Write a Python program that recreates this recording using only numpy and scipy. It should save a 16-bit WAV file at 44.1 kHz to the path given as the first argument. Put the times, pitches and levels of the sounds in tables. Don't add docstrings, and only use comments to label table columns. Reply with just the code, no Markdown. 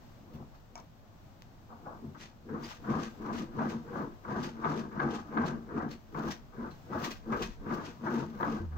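import sys
import numpy as np
from scipy import signal
from scipy.fft import rfft, irfft, next_fast_len
from scipy.io import wavfile

SR = 44100
rng = np.random.default_rng(int(sys.argv[2]) if len(sys.argv) > 2 else 0)


def master_out(mix):
    frames = np.transpose(np.atleast_2d(mix))
    ceiling = np.clip(frames, -1, 1)
    pcm = np.round(ceiling * 32767).astype(np.int16)
    wavfile.write(sys.argv[1], SR, pcm)


N = 386757
SIZE = next_fast_len(N + SR, real=True)
HZ = np.maximum(np.fft.rfftfreq(SIZE, 1 / SR), 1)


def from_db(db):
    return 10 ** (np.asarray(db) / 20)


def rms_one(x):
    return x / np.sqrt(np.mean(x ** 2) + 1e-20)


def in_time(rows):
    s, *columns = np.transpose(rows)
    return [np.interp(np.arange(N) / SR, s, c) for c in columns]


def at_hz(points):
    hz, value = np.transpose(points)
    return np.interp(np.log(HZ), np.log(hz), value)


def coloured(x, gain):
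    return irfft(rfft(x, SIZE) * gain, SIZE)[..., :N]


def filtered(x, order, hz, kind="low"):
    return signal.sosfilt(signal.butter(order, hz, kind, fs=SR, output="sos"), x)


def resonance(x, hz, width_hz):
    r = np.exp(-np.pi * width_hz / SR)
    poles = [1, -2 * r * np.cos(2 * np.pi * hz / SR), r * r]
    return signal.lfilter(np.array([1, 0, -1]) * (1 - r * r) / 2, poles, x)


def spread(pair, likeness):
    mid, side = rfft(pair, SIZE)
    alike = np.clip(at_hz(likeness), -1, 1)
    return (np.sqrt(1 + alike) * mid + np.sqrt(1 - alike) * side * [[1], [-1]]) / np.sqrt(2)


def drift(rate_hz):
    r = np.exp(-80 * np.pi * rate_hz / SR)
    slow = signal.lfilter([1], [1, -2 * r, r * r], rng.standard_normal(N // 40 + 2002))[2000:]
    return np.interp(np.arange(N) / 40, np.arange(len(slow)), rms_one(slow))


def grains(per_s, spread_db):
    chance = rng.random((2, N))
    hit = chance < per_s / SR
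    out = np.zeros((2, N))
    share = chance[hit] * SR / per_s
    out[hit] = from_db(spread_db * np.minimum(-np.log(share + 1e-9), 4))
    out.flat[::2] *= -1
    return rms_one(out)


def clicks(times, db):
    out = np.full(N, 1e-18)
    out[(np.asarray(times) * SR).astype(int)] = from_db(db)
    return out


def bursts(times, db, decay_s):
    return signal.lfilter([1], [1, -np.exp(-1 / (decay_s * SR))], clicks(times, db))


def swells(s, rise_s, hold_s, db, sag_db, rise_db, fall_db_per_s, rest_db=-np.inf):
    out = np.full(N, from_db(rest_db))
    offsets = np.arange(-SR // 2, SR)
    t = offsets / SR
    for peak_s, rise, hold, level, sag in np.broadcast(s, rise_s, hold_s, db, sag_db):
        release_db = -sag * np.clip(t / hold, 0, 1) - fall_db_per_s * np.maximum(t - hold, 0)
        shape_db = np.where(t < 0, rise_db * t / rise, release_db)
        at = int(peak_s * SR) + offsets
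        inside = (at >= 0) & (at < N)
        out[at[inside]] += from_db(level + shape_db[inside])
    return out


# [f/Hz, level/dB]; table levels are relative within each layer
ROOM_EQ = [(20, -10.5), (48, -41), (81, -3), (130, -6.5), (280, -14.5), (400, -22.5), (650, -17),
           (1200, -25), (2150, -32.5), (6000, -38), (8000, -44), (10000, -61), (12400, -48), (12900, -43.5),
           (15900, -44)]
# [f/Hz, left-right likeness]
ROOM_LIKENESS = [(30, 0.24), (100, 0.84), (300, 0.67), (640, 0.24), (1400, 0.019), (15000, .01)]
# [f/Hz, left minus right/dB]
LEFT_LEAN = [(60, 1.5), (200, 2.5), (700, 2.5), (1290, 6.5), (2380, 0.5), (4400, 2.5), (10000, 3.5),
             (13000, 10.5)]
def room_tone():
    eq = from_db(at_hz(ROOM_EQ) + at_hz(LEFT_LEAN) * np.array([[.35], [-.35]]))
    bed = irfft(spread(rng.standard_normal((2, N)), ROOM_LIKENESS) * eq, SIZE)[:, :N]
    return from_db(-55.5 + 1.7 * drift(1.0)) * rms_one(bed)


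# [t/s, level/dB]
RUMBLE_RIDE = [(0.0, -59), (0.66, -56.5), (0.8, -57), (1.88, -59), (1.98, -61), (3.52, -50.5),
               (3.66, -57.5), (4.69, -53.5), (5.35, -57), (5.54, -45.5), (5.79, -55), (6.47, -53),
               (7.08, -63), (7.16, -52), (7.52, -44), (8.04, -61), (8.77, -43.5)]
def rumble():
    (db,) = in_time(RUMBLE_RIDE)
    sub_band = 1 / (1 + (HZ / 50) ** 4) / (1 + (18 / HZ) ** 4)
    return from_db(db - 1.5) * rms_one(coloured(rng.standard_normal((2, N)), sub_band))


def shaking(rows, table_rest_db=-np.inf, frame_rest_db=-np.inf, lag_s=0.013):
    s, rise_s, hold_s, table_db, table_sag_db, frame_db, frame_sag_db = np.transpose(rows)
    table = swells(s, rise_s, hold_s, table_db, table_sag_db,
                   rise_db=18, fall_db_per_s=271, rest_db=table_rest_db)
    frame = swells(s + lag_s, rise_s, hold_s - lag_s / 2, frame_db, frame_sag_db,
                   rise_db=25.5, fall_db_per_s=250, rest_db=frame_rest_db)
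    return table, frame


# [peak t/s, rise/s, hold/s, table level/dB, sag/dB, frame level/dB, sag/dB]
HAND_MOVES = [(.26, .06, .06, -60, 3.3, -68, 2), (.40, 0.24, 0.024, -51, 1, -55.5, 2),
              (.78, 0.07, .02, -54, 2.2, -53.5, 3), (1.70, 0.055, 0.12, -61, 1, -51, 10.4),
              (1.853, 0.031, 0.13, -43.5, 25, -40.5, 19.5), (2.03, 0.076, 0.077, -53, 3, -61, 1)]
def handling():
    return shaking(HAND_MOVES)


# [t/s, level/dB, decay/s]
HAND_THUMPS = [(0.336, -26, 0.022), (.39, -27, 0.015), (2.019, -29.5, 0.036), (2.05, -34.5, 0.081)]
def thumps():
    weight = sum(bursts([s], db, decay_s) for s, db, decay_s in HAND_THUMPS)
    return from_db(23) * filtered(weight * rng.standard_normal((2, N)), 2, 190)


# [f/Hz, level/dB]
SKIN_EQ = [(710, -9.5), (1200, -6), (1960, -3.5), (2250, -8), (2460, -5), (3210, -7), (4060, -9.5),
           (6200, -11), (10000, -34.5), (12600, -34.5), (16400, -54), (22000, -120)]
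# [peak t/s, rise/s, hiss level/dB, air level/dB]
FINGER_SLIDES = [(.34, 0.052, -65, -70), (.78, .05, -65, -80), (2.22, 0.087, -50, -82),
                 (2.64, 0.061, -50.5, -70), (2.708, 0.1, -49, -68), (3.029, 0.19, -48, -78),
                 (3.388, 0.17, -50.5, -75), (3.708, 0.16, -52.5, -74), (4.01, 0.12, -81, -78),
                 (4.46, 0.25, -50, -76), (4.778, 0.34, -53, -76), (5.15, 0.13, -49.5, -80),
                 (5.47, 0.065, -54.5, -92), (5.91, 0.09, -58.5, -79), (6.318, 0.32, -52, -67),
                 (6.76, .15, -75, -87), (7.049, .13, -46, -59), (7.11, 0.025, -60, -63),
                 (7.16, .08, -62, -84), (7.422, 0.12, -46.5, -63), (7.499, 0.14, -60.5, -83),
                 (7.74, 0.076, -58, -70), (7.86, 0.08, -49.5, -80), (8.14, 0.084, -56.5, -69),
                 (8.208, 0.25, -56, -79), (8.41, 0.053, -77, -67), (8.548, 0.43, -56.5, -75)]
AIR_ABOVE_HZ = 12700
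def finger_slides(grip, scrape, hold_s=.01):
    s, rise_s, hiss_db, air_db = np.transpose(FINGER_SLIDES)
    hiss_gain = swells(s, rise_s, hold_s, hiss_db, sag_db=0, rise_db=38, fall_db_per_s=266, rest_db=-81)
    air_gain = swells(s, rise_s, hold_s, air_db, sag_db=0, rise_db=23, fall_db_per_s=370, rest_db=-83)
    hiss_gain += from_db(-22.5) * grip
    air_gain += from_db(-44) * grip
    flicker = from_db(2.0 * drift(45))
    hiss = rms_one(coloured(grains(4000, 2.8), from_db(at_hz(SKIN_EQ))))
    air = rms_one(coloured(rng.standard_normal((2, N)), HZ > AIR_ABOVE_HZ))
    return (flicker * hiss_gain + scrape) * hiss + (flicker * air_gain + scrape * from_db(-20)) * air


# [t/s, level/dB, table send/dB]
WOOD_KNOCKS = [(0.539, -48.5, -4), (0.759, -38, -21), (1.421, -64, -11), (1.707, -47, -17), (1.856, -44, 8),
               (2.145, -36, -5), (2.488, -35, -6), (2.706, -35, -8), (2.84, -35, -3), (2.867, -31.5, 12.5),
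               (3.586, -24.5, -5), (3.873, -44.5, 6), (4.247, -39.5, 9), (4.278, -31.5, 15),
               (4.639, -18.5, -4.5), (4.913, -44, 18), (4.974, -32, -1), (4.994, -20, -7), (5.369, -19, 9),
               (5.796, -26, 1), (6.145, -28.5, -5.5), (6.598, -44, 20), (6.933, -36, 12.5),
               (7.043, -39, -13), (7.321, -21, -5.5), (7.65, -38, 3), (8.062, -22.5, -10),
               (8.34, -43.5, 10), (8.4, -24.5, -14), (8.426, -18, -22), (8.72, -41, 10)]
def knocks(creeping, attack_s=0.0016):
    s, db, table_send_db = np.transpose(WOOD_KNOCKS)
    bite = np.exp(-1 / (attack_s * SR))
    rasp = signal.lfilter([1 - bite], [1, -bite], bursts(s, db + 13.5, decay_s=0.023))
    catches = grains(1500, 2.3) * (rasp + creeping) + clicks(s, db + 28.5)
    bright = filtered(catches, 1, 1500, "high")
    return clicks(s, db + table_send_db + 32.5), bright


# [t/s, ring level/dB, f/Hz, scrape level/dB]
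NAIL_TICKS = [(0.5447, -57, 4400, -67), (2.1969, -45, 2840, -62), (2.637, -34, 4840, -63),
              (3.327, -47, 2510, -52), (3.3812, -43, 2580, -51), (4.4287, -37, 4920, -46.5),
              (5.1048, -32, 3130, -60), (5.4596, -38, 4170, -50), (5.9093, -39.5, 4370, -50.5),
              (6.305, -32, 5700, -44), (6.7066, -46, 4150, -60.5), (7.04, -31, 3960, -37.5),
              (7.1057, -32, 2520, -42), (7.393, -35, 3040, -70), (7.42, -23, 2530, -39.5),
              (7.858, -34, 2460, -61), (8.4233, -50, 2520, -78)]
def nail_ticks():
    out = np.zeros(N)
    t = np.arange(SR // 5) / SR
    rub_shape = np.exp(-t / 0.019) - np.exp(-t / 0.0035)
    for s, db, hz, _ in NAIL_TICKS:
        tick = from_db(db + 21.5) * (t == 0)
        rub = from_db(db + 5) * rng.standard_normal(len(t)) * rub_shape
        out[int(s * SR):][:len(t)] += resonance(tick + rub, hz, 0.04 * hz)
    return out


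def scrapes():
    s, _, _, db = np.transpose(NAIL_TICKS)
    return signal.lfilter([.006], [1, -.994], bursts(s, db + 3, decay_s=.011))


# [t/s, level/dB]
DRY_SNAPS = [(.7553, -22), (1.4216, -16), (5.4601, -20), (8.392, -27)]
def snaps():
    eq = from_db(at_hz(SKIN_EQ)) + from_db(-25) * (HZ > AIR_ABOVE_HZ)
    return coloured(clicks(*np.transpose(DRY_SNAPS)), eq)


# [t/s, level/dB]
PLUG_HITS = [(.7555, -46), (.765, -61), (.778, -54), (.8, -56)]
# [f/Hz, width/Hz, level/dB]
PLUG_MODES = [(710, 39, 8.5), (910, 39, 7), (1160, 50, -14), (2250, 16, 4.5), (5600, 220, -3),
              (6540, 120, -6.5)]
def plug():
    taps = clicks(*np.transpose(PLUG_HITS))
    return sum(resonance(taps * from_db(db + 41.5), hz, width) for hz, width, db in PLUG_MODES)


# [peak t/s, rise/s, hold/s, table level/dB, sag/dB, frame level/dB, sag/dB]
SHAFT_TWISTS = [(2.217, 0.14, 0.082, -61, 2, -70, 1), (2.527, 0.073, .11, -34.5, 11.5, -49.5, 2.5),
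                (2.891, 0.062, 0.13, -31.5, 3, -36, 8.5), (3.244, 0.086, 0.16, -36, 0, -43, 7),
                (3.587, 0.068, 0.16, -30.5, 9, -36, 15), (3.962, 0.11, 0.12, -33.5, 9.5, -37.5, 17.5),
                (4.298, 0.064, 0.16, -34, 5, -40, 8), (4.646, 0.09, 0.19, -34.5, 3.5, -37, 13),
                (5.003, .1, 0.19, -30.5, 11.5, -36, 15.5), (5.417, 0.16, 0.13, -32, 7.5, -36.5, 16.5),
                (5.769, 0.11, 0.13, -31.5, 11, -39.5, 16.5), (6.174, 0.065, 0.11, -34.5, 3, -41, 6),
                (6.576, 0.061, 0.086, -42, -0.5, -54, -6.5), (6.921, .05, 0.16, -32.5, 7, -38, 9),
                (7.314, 0.067, 0.11, -31.5, 5.5, -36.5, 11.5), (7.696, 0.098, 0.18, -34, 10, -39.5, 14.5),
                (8.046, 0.055, 0.17, -33, 1, -38, 9), (8.44, 0.13, 0.16, -33, 6, -39.5, 11.5),
                (8.76, 0.065, 0.046, -53, -9, -49, 4)]
def twists():
    return shaking(SHAFT_TWISTS, table_rest_db=-70.5, frame_rest_db=-75.5)


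# [t/s, length/s, level/dB]
SHAFT_CREEPS = [(3.515, 0.046, -57), (3.87, 0.067, -55), (4.25, 0.035, -48.5), (4.567, 0.076, -50.5),
                (4.924, .07, -50), (5.31, .07, -46.5), (5.69, 0.066, -49), (6.528, 0.085, -55),
                (7.25, .04, -60)]
def creep():
    s, length_s, db = np.transpose(SHAFT_CREEPS)
    return swells(s, rise_s=0.02, hold_s=length_s, db=db + 22, sag_db=0, rise_db=22, fall_db_per_s=203)


# [t/s, f/Hz, level/dB]
HUM_RIDE = [(8.55, 87.7, -57), (8.572, 86, -47), (8.58, 83, -74), (8.606, 87, -41), (8.642, 89.6, -37.5),
            (8.708, 75, -40.5), (8.77, 80, -35.5)]
def hum(fade_s=0.026):
    hz, db = in_time(HUM_RIDE)
    phase = 2 * np.pi * np.cumsum(hz) / SR
    fade_in = np.clip((np.arange(N) / SR - HUM_RIDE[0][0]) / fade_s, 0, 1)
    return fade_in * from_db(db + 2.5) * (np.sin(phase) + 0.22 * np.cos(2 * phase))


def body(modes, force, wander_db):
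    out = np.zeros((2, N))
    for k, (hz, width, db) in enumerate(modes):
        polarity = np.array([[1], [(-1) ** (k // 2)]]) * (-1) ** k
        share = from_db(db + wander_db * drift(8.3)) * polarity
        out += resonance(force * share, hz, width)
    return out


# [f/Hz, width/Hz, level/dB]
TABLE_MODES = [(84, 14, -16), (140, 20, -10), (166, 20, -10), (200, 24, -8), (228, 24, -1), (246, 24, -5),
               (280, 35, -12), (341, 18, -8), (380, 24, -13), (470, 40, -15)]
# [f/Hz, width/Hz, level/dB]
FRAME_MODES = [(529, 57, -7.5), (640, 64, -7), (712.4, 50, -3.5), (838, 88, -4), (918, 128, -1),
               (1096, 181, 0.5), (1106, 102, -5), (1241, 107, -3.5), (1294, 213, -5), (1539, 100, -5.5),
               (1664, 174, -13.5), (1987, 130, -21), (2350, 170, -36.5)]
def wood(table_shake, frame_shake):
    pressed, rubbed = handling()
    clumps = from_db(1.27 * drift(43.0))
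    table_force = grains(600, 1.35) * clumps * (table_shake + pressed) * from_db(28) + thumps()
    table_knocks, frame_knocks = knocks(creep())
    judder = grains(1800, 2.6) * clumps * from_db(21)
    hand_rub = filtered(judder * rubbed, 4, 1260)
    table = body(TABLE_MODES, table_force + table_knocks, wander_db=2.1)
    frame = body(FRAME_MODES, judder * frame_shake + hand_rub + frame_knocks, wander_db=1.5)
    return filtered(table + frame, 4, 2500)


# [f/Hz, left-right likeness]
SOURCE_LIKENESS = [(60, 0.94), (200, 1), (400, 0.76), (900, 0.95), (3000, 0.27), (10000, 0.23),
                   (13000, .05)]
RIGHT_LAG_S = 0.000456
ROOM_T60_S, ROOM_DB, WALL_LOW_CUT_HZ, WALL_HIGH_CUT_HZ = .16, -9, 400, 8000
def to_microphones(wide, point):
    t = np.arange(SR // 2) / SR
    tail = rng.standard_normal((2, len(t))) * from_db(-60 * t / ROOM_T60_S) * (t > .003)
    walls = rfft(rms_one(tail) / np.sqrt(len(t)), SIZE) * from_db(ROOM_DB)
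    walls /= (1 + 1j * HZ / WALL_HIGH_CUT_HZ) * (1 - 1j * WALL_LOW_CUT_HZ / HZ)
    lag = RIGHT_LAG_S / (1 + (800 / HZ) ** 4)
    direct = np.exp(-2j * np.pi * HZ * lag * [[0], [1]])
    balance = from_db(at_hz(LEFT_LEAN) * np.array([[.5], [-.5]]))
    sources = spread(wide, SOURCE_LIKENESS) + rfft(point, SIZE)
    return irfft(sources * (direct + walls) * balance, SIZE)[:, :N]


def scene():
    table_shake, frame_shake = twists()
    wide = wood(table_shake, frame_shake) + finger_slides(grip=frame_shake, scrape=scrapes())
    metal = filtered(nail_ticks() + plug(), 4, 7500)
    return to_microphones(wide, metal + snaps()) + hum() + rumble() + room_tone()


def record(dry):
    rounded = .16 * np.tanh(dry / .16)
    return signal.sosfilt(signal.ellip(10, .5, 70, 15800, fs=SR, output="sos"), rounded)


dry = scene()
out = record(dry)
master_out(out)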